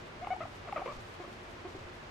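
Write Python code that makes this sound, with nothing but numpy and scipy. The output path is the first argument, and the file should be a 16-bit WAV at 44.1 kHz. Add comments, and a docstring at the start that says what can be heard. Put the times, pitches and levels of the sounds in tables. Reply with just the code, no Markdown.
"""A guinea pig purrs in two short bursts, then gives a few soft low chuts, as its head is stroked.
Each burst is a run of tiny voiced notes: clean hoots, pips that open with a click, rough falling grunts.
It sits in its pen close to a stereo pair of microphones, a little to the left, in a small room.
Fur and hay rustle faintly under the hand, with a few dull bumps; ventilation hums behind."""
import sys
import numpy as np
from scipy import signal
from scipy.fft import rfft, irfft
from scipy.io import wavfile

SR = 44100
rng = np.random.default_rng(int(sys.argv[2]) if len(sys.argv) > 2 else 0)


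def wav_record(signal):
    """Record a signal, one row per channel, as 16-bit PCM in the file named by sys.argv[1]."""
    frames = np.transpose(np.atleast_2d(signal))
    bounded = np.clip(frames, -1, 1)
    # unit amplitude maps onto the largest positive 16-bit level
    quanta = np.round(bounded * 32767).astype(np.int16)
    wavfile.write(sys.argv[1], SR, quanta)


N = 92610
TIME = np.arange(N) / SR


def from_db(db):
    """Decibels to gain."""
    return 10 ** (np.asarray(db) / 20)


def unit_rms(x):
    """Scale to an rms of 1."""
    return x / np.sqrt(np.mean(x ** 2) + 1e-20)


def at_hz(table, hz):
    """Read a table on a log-frequency axis."""
    table_hz, values = np.transpose(table)
    return np.interp(np.log(np.maximum(hz, 1)), np.log(table_hz), values)


def colour(noise, spectrum):
    """Filter a noise by a table of gains, then scale it to unit rms."""
    size = noise.shape[-1]
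    gain = from_db(at_hz(spectrum, np.fft.rfftfreq(size, 1 / SR)))
    return unit_rms(irfft(rfft(noise) * gain, size))


def drift(rate_hz):
    """A smooth random wander of about unit rms, mostly slower than rate_hz."""
    hz = np.fft.rfftfreq(2 * N, 1 / SR)
    slow = rfft(rng.standard_normal(2 * N)) / (1 + (hz / rate_hz) ** 2)
    return unit_rms(irfft(slow))[:N]


# How alike the two microphones hear a diffuse sound: frequency_hz, correlation
MIC_LIKENESS = [(60, 0.97), (120, 1), (240, 0.57), (480, 0.3), (950, -0.086), (1890, -0.097), (3770, 0.049),
                (7520, 0.26), (15000, 1)]
def diffuse(noise_pair, spectrum):
    """Two unrelated noises become one sound all around the microphones, nearly mono in the bass."""
    alike = np.clip(at_hz(MIC_LIKENESS, np.fft.rfftfreq(N, 1 / SR)), -.99, .995)
    mid, side = rfft(noise_pair) * np.sqrt([1 + alike, 1 - alike])
    return colour(irfft([mid + side, mid - side], N), spectrum)


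# Rush of air in the room behind the pen: frequency_hz, gain_db
AIR_SPECTRUM = [(12, -32), (20, -17), (38, -8.5), (106, -1.5), (252, -9.5), (289, -7), (371, -6),
                (404, -5.5), (580, -7), (704, -7), (856, -8), (957, -7.5), (1720, -11), (2530, -14.5),
                (5680, -28), (7290, -33.5), (15500, -56.5)]
# Hum lines of the ventilation: pitch_hz, level_db
HUM_LINES = [(40, -64), (94, -66), (236.5, -64.5), (357.5, -61), (592, -68.5)]
def ventilation(air_db=-48, hum_waver=.31, wander_hz=1.32):
    """A steady rush of air fills the room, with a wavering hum in the centre."""
    hum = np.zeros(N)
    for hz, db in HUM_LINES:
        amplitude = np.sqrt(2) * from_db(db) * (1 + hum_waver * drift(rate_hz=12))
        cycles = rng.random() + np.cumsum(hz + wander_hz * drift(rate_hz=4.3)) / SR
        hum += amplitude * np.sin(2 * np.pi * cycles)
    return hum + from_db(air_db) * diffuse(rng.standard_normal((2, N)), AIR_SPECTRUM)


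# Course of the rustle under the hand: time_s, level_db
STROKE_LEVELS = [(0, -63), (.15, -78), (.22, -69.5), (.45, -68), (.7, -66), (.83, -65), (.87, -62.5),
                 (.97, -58.5), (1.02, -64.5), (1.16, -64.5), (1.38, -70), (1.7, -66), (1.9, -70),
                 (2.1, -68.5)]
# Fur and hay, heard from beside the pen: frequency_hz, gain_db
RUSTLE_SPECTRUM = [(800, -13), (2000, -3.5), (4000, -1), (7000, -9), (10000, -22), (15000, -26)]
def stroking(grains_per_s=6600, spread_db=5.5, patchy_db=3):
    """Fur and hay shift under the hand in a faint, patchy stream of tiny ticks."""
    sizes = from_db(spread_db * np.minimum(rng.exponential(1, (2, N)), 4))
    signs = rng.choice([-1, 1], (2, N))
    grains = sizes * signs * (rng.random((2, N)) < grains_per_s / SR)
    level_db = np.interp(TIME, *np.transpose(STROKE_LEVELS)) + patchy_db * drift(rate_hz=28)
    return from_db(level_db) * diffuse(grains, RUSTLE_SPECTRUM)


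def swells(rows):
    """An envelope with one bell-shaped rise and fall for each row."""
    return sum(from_db(db) * np.exp(-.5 * ((TIME - centre) / width) ** 2) for centre, width, db in rows)


# Passes of the fingers through the fur: centre_s, width_s, level_db
FINGER_PASSES = [(.075, .008, -73), (.28, 0.0074, -71), (.366, .007, -74), (.52, .06, -75.5),
                 (.566, .008, -77), (.73, .0063, -67.5), (.83, 0.043, -77), (1.02, 0.016, -70),
                 (1.09, .028, -72), (1.145, .012, -72.5), (1.31, 0.048, -75), (1.435, .01, -74),
                 (1.51, .024, -73), (1.73, .015, -77), (1.87, .008, -77), (1.955, .017, -72.5)]
# Hiss of fur at close range: frequency_hz, gain_db
FUR_SPECTRUM = [(2000, -13), (5000, 1.5), (8500, 6), (12000, -2), (15000, -7)]
def brushing():
    """Each pass of the fingers through the fur is a short, airy swish."""
    return swells(FINGER_PASSES) * diffuse(rng.standard_normal((2, N)), FUR_SPECTRUM)


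# The animal's notes, close up: start_s, length_s, attack_s, level_db, level_change_db,
# start_pitch_hz, middle_pitch_hz, end_pitch_hz, overtones_db, roughness (0 to 1)
PURR_AND_CHUT_NOTES = [ (0.209, 0.037, 0.021, -39, -1.5, 538, 715, 698, -10, 0.04),
                       (0.271, 0.0065, 0.0014, -31.5, -6.5, 830, 785, 820, -11, 0.1),
                       (.3039, 0.029, 0.0016, -32.5, 2, 708, 741, 738, -6, 0.06),
                       (0.334, 0.0079, 0.0014, -41.5, -7.5, 684, 667, 660, -1, 0.73),
                       (0.362, 0.0053, .002, -38.5, -2, 810, 836, 830, -16, 0),
                       (0.4039, 0.0122, 0.0022, -39, 0, 774, 629, 630, -3.5, 0.23),
                       (.416, 0.0236, .0012, -43, -3.5, 640, 687.4, 590, 2.5, 0.13),
                       (.452, 0.0061, .0035, -38, -3.5, 680, 704, 760, -8, 0.25),
                       (.648, 0.013, 0.0057, -49.5, -1.5, 423, 401, 380, -8.5, 0.37),
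                       (.666, 0.031, .014, -46.5, -1.5, 791, 687, 563, 0.5, 0.55),
                       (0.7233, 0.0098, 0.0052, -32, -2, 825, 804, 793, -25, 0.02),
                       (0.7602, .017, 0.0014, -34, -4, 705, 618, 563, 0, 0.28),
                       (0.7772, .011, .0015, -42, -0.5, 613, 593, 580, 0, 0.76),
                       (.792, 0.0046, 0.0017, -41, -0.5, 640, 640, 600, -1, 0.7),
                       (.802, 0.0093, 0.0037, -46.5, 1, 554, 580, 640, -4, 0.77),
                       (0.8148, 0.012, 0.0036, -36.5, 0, 706, 775, 814, -13, 0.22),
                       (0.8573, 0.012, 0.0013, -38.5, -2, 580, 499, 448, -4.5, 0.43),
                       (0.874, 0.012, 0.0014, -43, -0.5, 490, 525, 530, 0.5, 0.52),
                       (0.885, 0.026, 0.0041, -46.5, -2.5, 550, 595, 532, 2.5, 0.17),
                       (.914, 0.014, .003, -48.5, -1, 563, 600, 650, -6, 0.48),
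                       (1.197, 0.029, 0.0056, -40.5, -10.5, 332, 369.5, 356, -10, 0.2),
                       (1.233, 0.022, 0.0027, -51, 0, 507, 568, 570, -15, 0.83),
                       (1.272, 0.015, 0.0044, -47, -6, 343, 355, 340, -12, 0),
                       (1.647, .026, 0.0048, -37.5, -7, 347, 356.5, 383, -14.5, 0.08),
                       (1.748, 0.0059, 0.0032, -39, -2, 380, 380, 356, -17.5, 0),
                       (1.758, 0.012, .003, -44.5, -5, 374, 362, 360, -21, .1)]
# What throat and mouth pass of the overtones: frequency_hz, gain_db
THROAT_RESPONSE = [(400, -7), (750, 5.5), (1000, -1.5), (1220, 1.5), (1480, -14.5), (1800, -16), (2250, -8),
                   (2800, -21.5), (4200, -36), (8000, -69)]
# What they pass of the rasp: frequency_hz, gain_db
RASP_SPECTRUM = [(150, -3), (400, 10.5), (750, -1), (1200, 13), (1520, -23), (2300, -3.5), (3200, -19),
                 (5000, -42), (10000, -55)]
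def voice(flutter_hz=230, jitter_depth=.12, shimmer_depth=.45, half_pitch_db=-8, rasp_db=1):
    """Gliding notes shaped by the throat; roughness shakes pitch and level and adds a pulsed rasp."""
    release_s = .002
    notes = np.zeros(N)
    jitter, shimmer = jitter_depth * drift(flutter_hz), shimmer_depth * drift(flutter_hz)
    rasp = from_db(rasp_db) * colour(rng.standard_normal(N), RASP_SPECTRUM)
    for start, length, attack, db, change_db, *pitches_hz, overtones_db, rough in PURR_AND_CHUT_NOTES:
        span = slice(int(start * SR), int((start + length + 10 * release_s) * SR))
        t = TIME[span] - TIME[span][0]
        progress = np.minimum(t / length, 1)
        hz = np.polyval(np.polyfit([0, .5, 1], pitches_hz, 2), progress)
        phase = 2 * np.pi * np.cumsum(hz * (1 + rough * jitter[span])) / SR
        overtones = sum(from_db(overtones_db + at_hz(THROAT_RESPONSE, k * hz)) * np.sin(k * phase)
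                        for k in range(2, 10))
        alternation = from_db(half_pitch_db) * np.cos(phase / 2)   # strong and weak cycles take turns
        tone = np.sqrt(2) * (np.sin(phase) + overtones) * (1 + rough * (shimmer[span] + alternation))
        pulsed_rasp = rough * rasp[span] * (1 + .5 * np.cos(phase))
        envelope = np.minimum(t / attack, 1) * np.exp(-np.maximum(t - length, 0) / release_s)
        notes[span] += from_db(db + change_db * progress) * envelope * (tone + pulsed_rasp)
    return notes


def ring(x, hz, t60_s):
    """A resonance: a unit click starts a dying sine of height 1."""
    radius = np.exp(-np.log(1000) / (t60_s * SR))
    angle = 2 * np.pi * hz / SR
    return signal.lfilter([0, np.sin(angle)], [1, -2 * radius * np.cos(angle), radius ** 2], x + 1e-18)


# The throat snapping open or shut: start_s, level_db
THROAT_SNAPS = [(.247, -37), (0.2706, -36), (0.7255, -33)]
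# Resonances of the mouth: pitch_hz, gain_db, t60_s
MOUTH_MODES = [(1176, 0.5, 0.017), (2180, -2, 0.012), (2710, -9.5, 0.017)]
def throat_clicks(soften_hz=3240):
    """Each snap of the throat rings the mouth for a few milliseconds."""
    snaps = np.zeros(N)
    for start, db in THROAT_SNAPS:
        snaps[int(start * SR)] = from_db(db)
    softened = signal.sosfilt(signal.butter(2, soften_hz, fs=SR, output="sos"), snaps + 1e-18)
    return sum(from_db(db) * ring(softened, hz, t60_s) for hz, db, t60_s in MOUTH_MODES)


# Tone of the walls' reflections around the pen: frequency_hz, gain_db
ROOM_SPECTRUM = [(150, 4), (400, -1.5), (750, 1), (1300, 4.5), (2500, 1), (8000, 2)]
def small_room(x, level_db=-10, t60_s=.33, delay_s=.0067):
    """Near walls return dense, quickly dying reflections, different at each microphone."""
    t = TIME[:SR // 2]
    decay = np.exp(-np.log(1000) * t / t60_s) * (t > delay_s)
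    tails = colour(rng.standard_normal((2, len(t))), ROOM_SPECTRUM) * decay
    tails /= np.sqrt(np.sum(tails ** 2, axis=1, keepdims=True))
    return from_db(level_db) * signal.fftconvolve(x[None], tails, axes=1)[:, :N]


def guinea_pig(lean_db=5.5, lean_above_hz=1070):
    """The animal up close, its upper voice stronger at the left microphone, the room behind it."""
    direct = voice() + throat_clicks()
    upper = signal.sosfiltfilt(signal.butter(2, lean_above_hz, "high", fs=SR, output="sos"), direct)
    lower = direct - upper
    mic_gains = from_db([[lean_db / 2], [-lean_db / 2]])
    return lower + upper * mic_gains + small_room(direct)


# Soft low bumps: centre_s, width_s, level_db
BUMP_SWELLS = [(.28, .03, -53), (.45, 0.011, -46), (.6, .02, -52.5), (.98, 0.033, -47.5),
               (1.825, 0.038, -48)]
# Their rumble at the microphones: frequency_hz, gain_db
BUMP_SPECTRUM = [(30, -7.5), (65, -16.5), (95, -1.5), (150, -18), (300, -29), (1000, -77)]
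def bumps():
    """A dull rumble swells now and then, alike in both microphones."""
    return swells(BUMP_SWELLS) * colour(rng.standard_normal(N), BUMP_SPECTRUM)


def scene():
    """Animal, hand and room, heard from beside the pen."""
    return guinea_pig() + stroking() + brushing() + bumps() + ventilation()


def record(dry):
    """The recorder cuts the top treble steeply."""
    cutoff_hz = 15300
    return signal.sosfilt(signal.ellip(10, .1, 80, cutoff_hz, fs=SR, output="sos"), dry)


dry = scene()
out = record(dry)
wav_record(out)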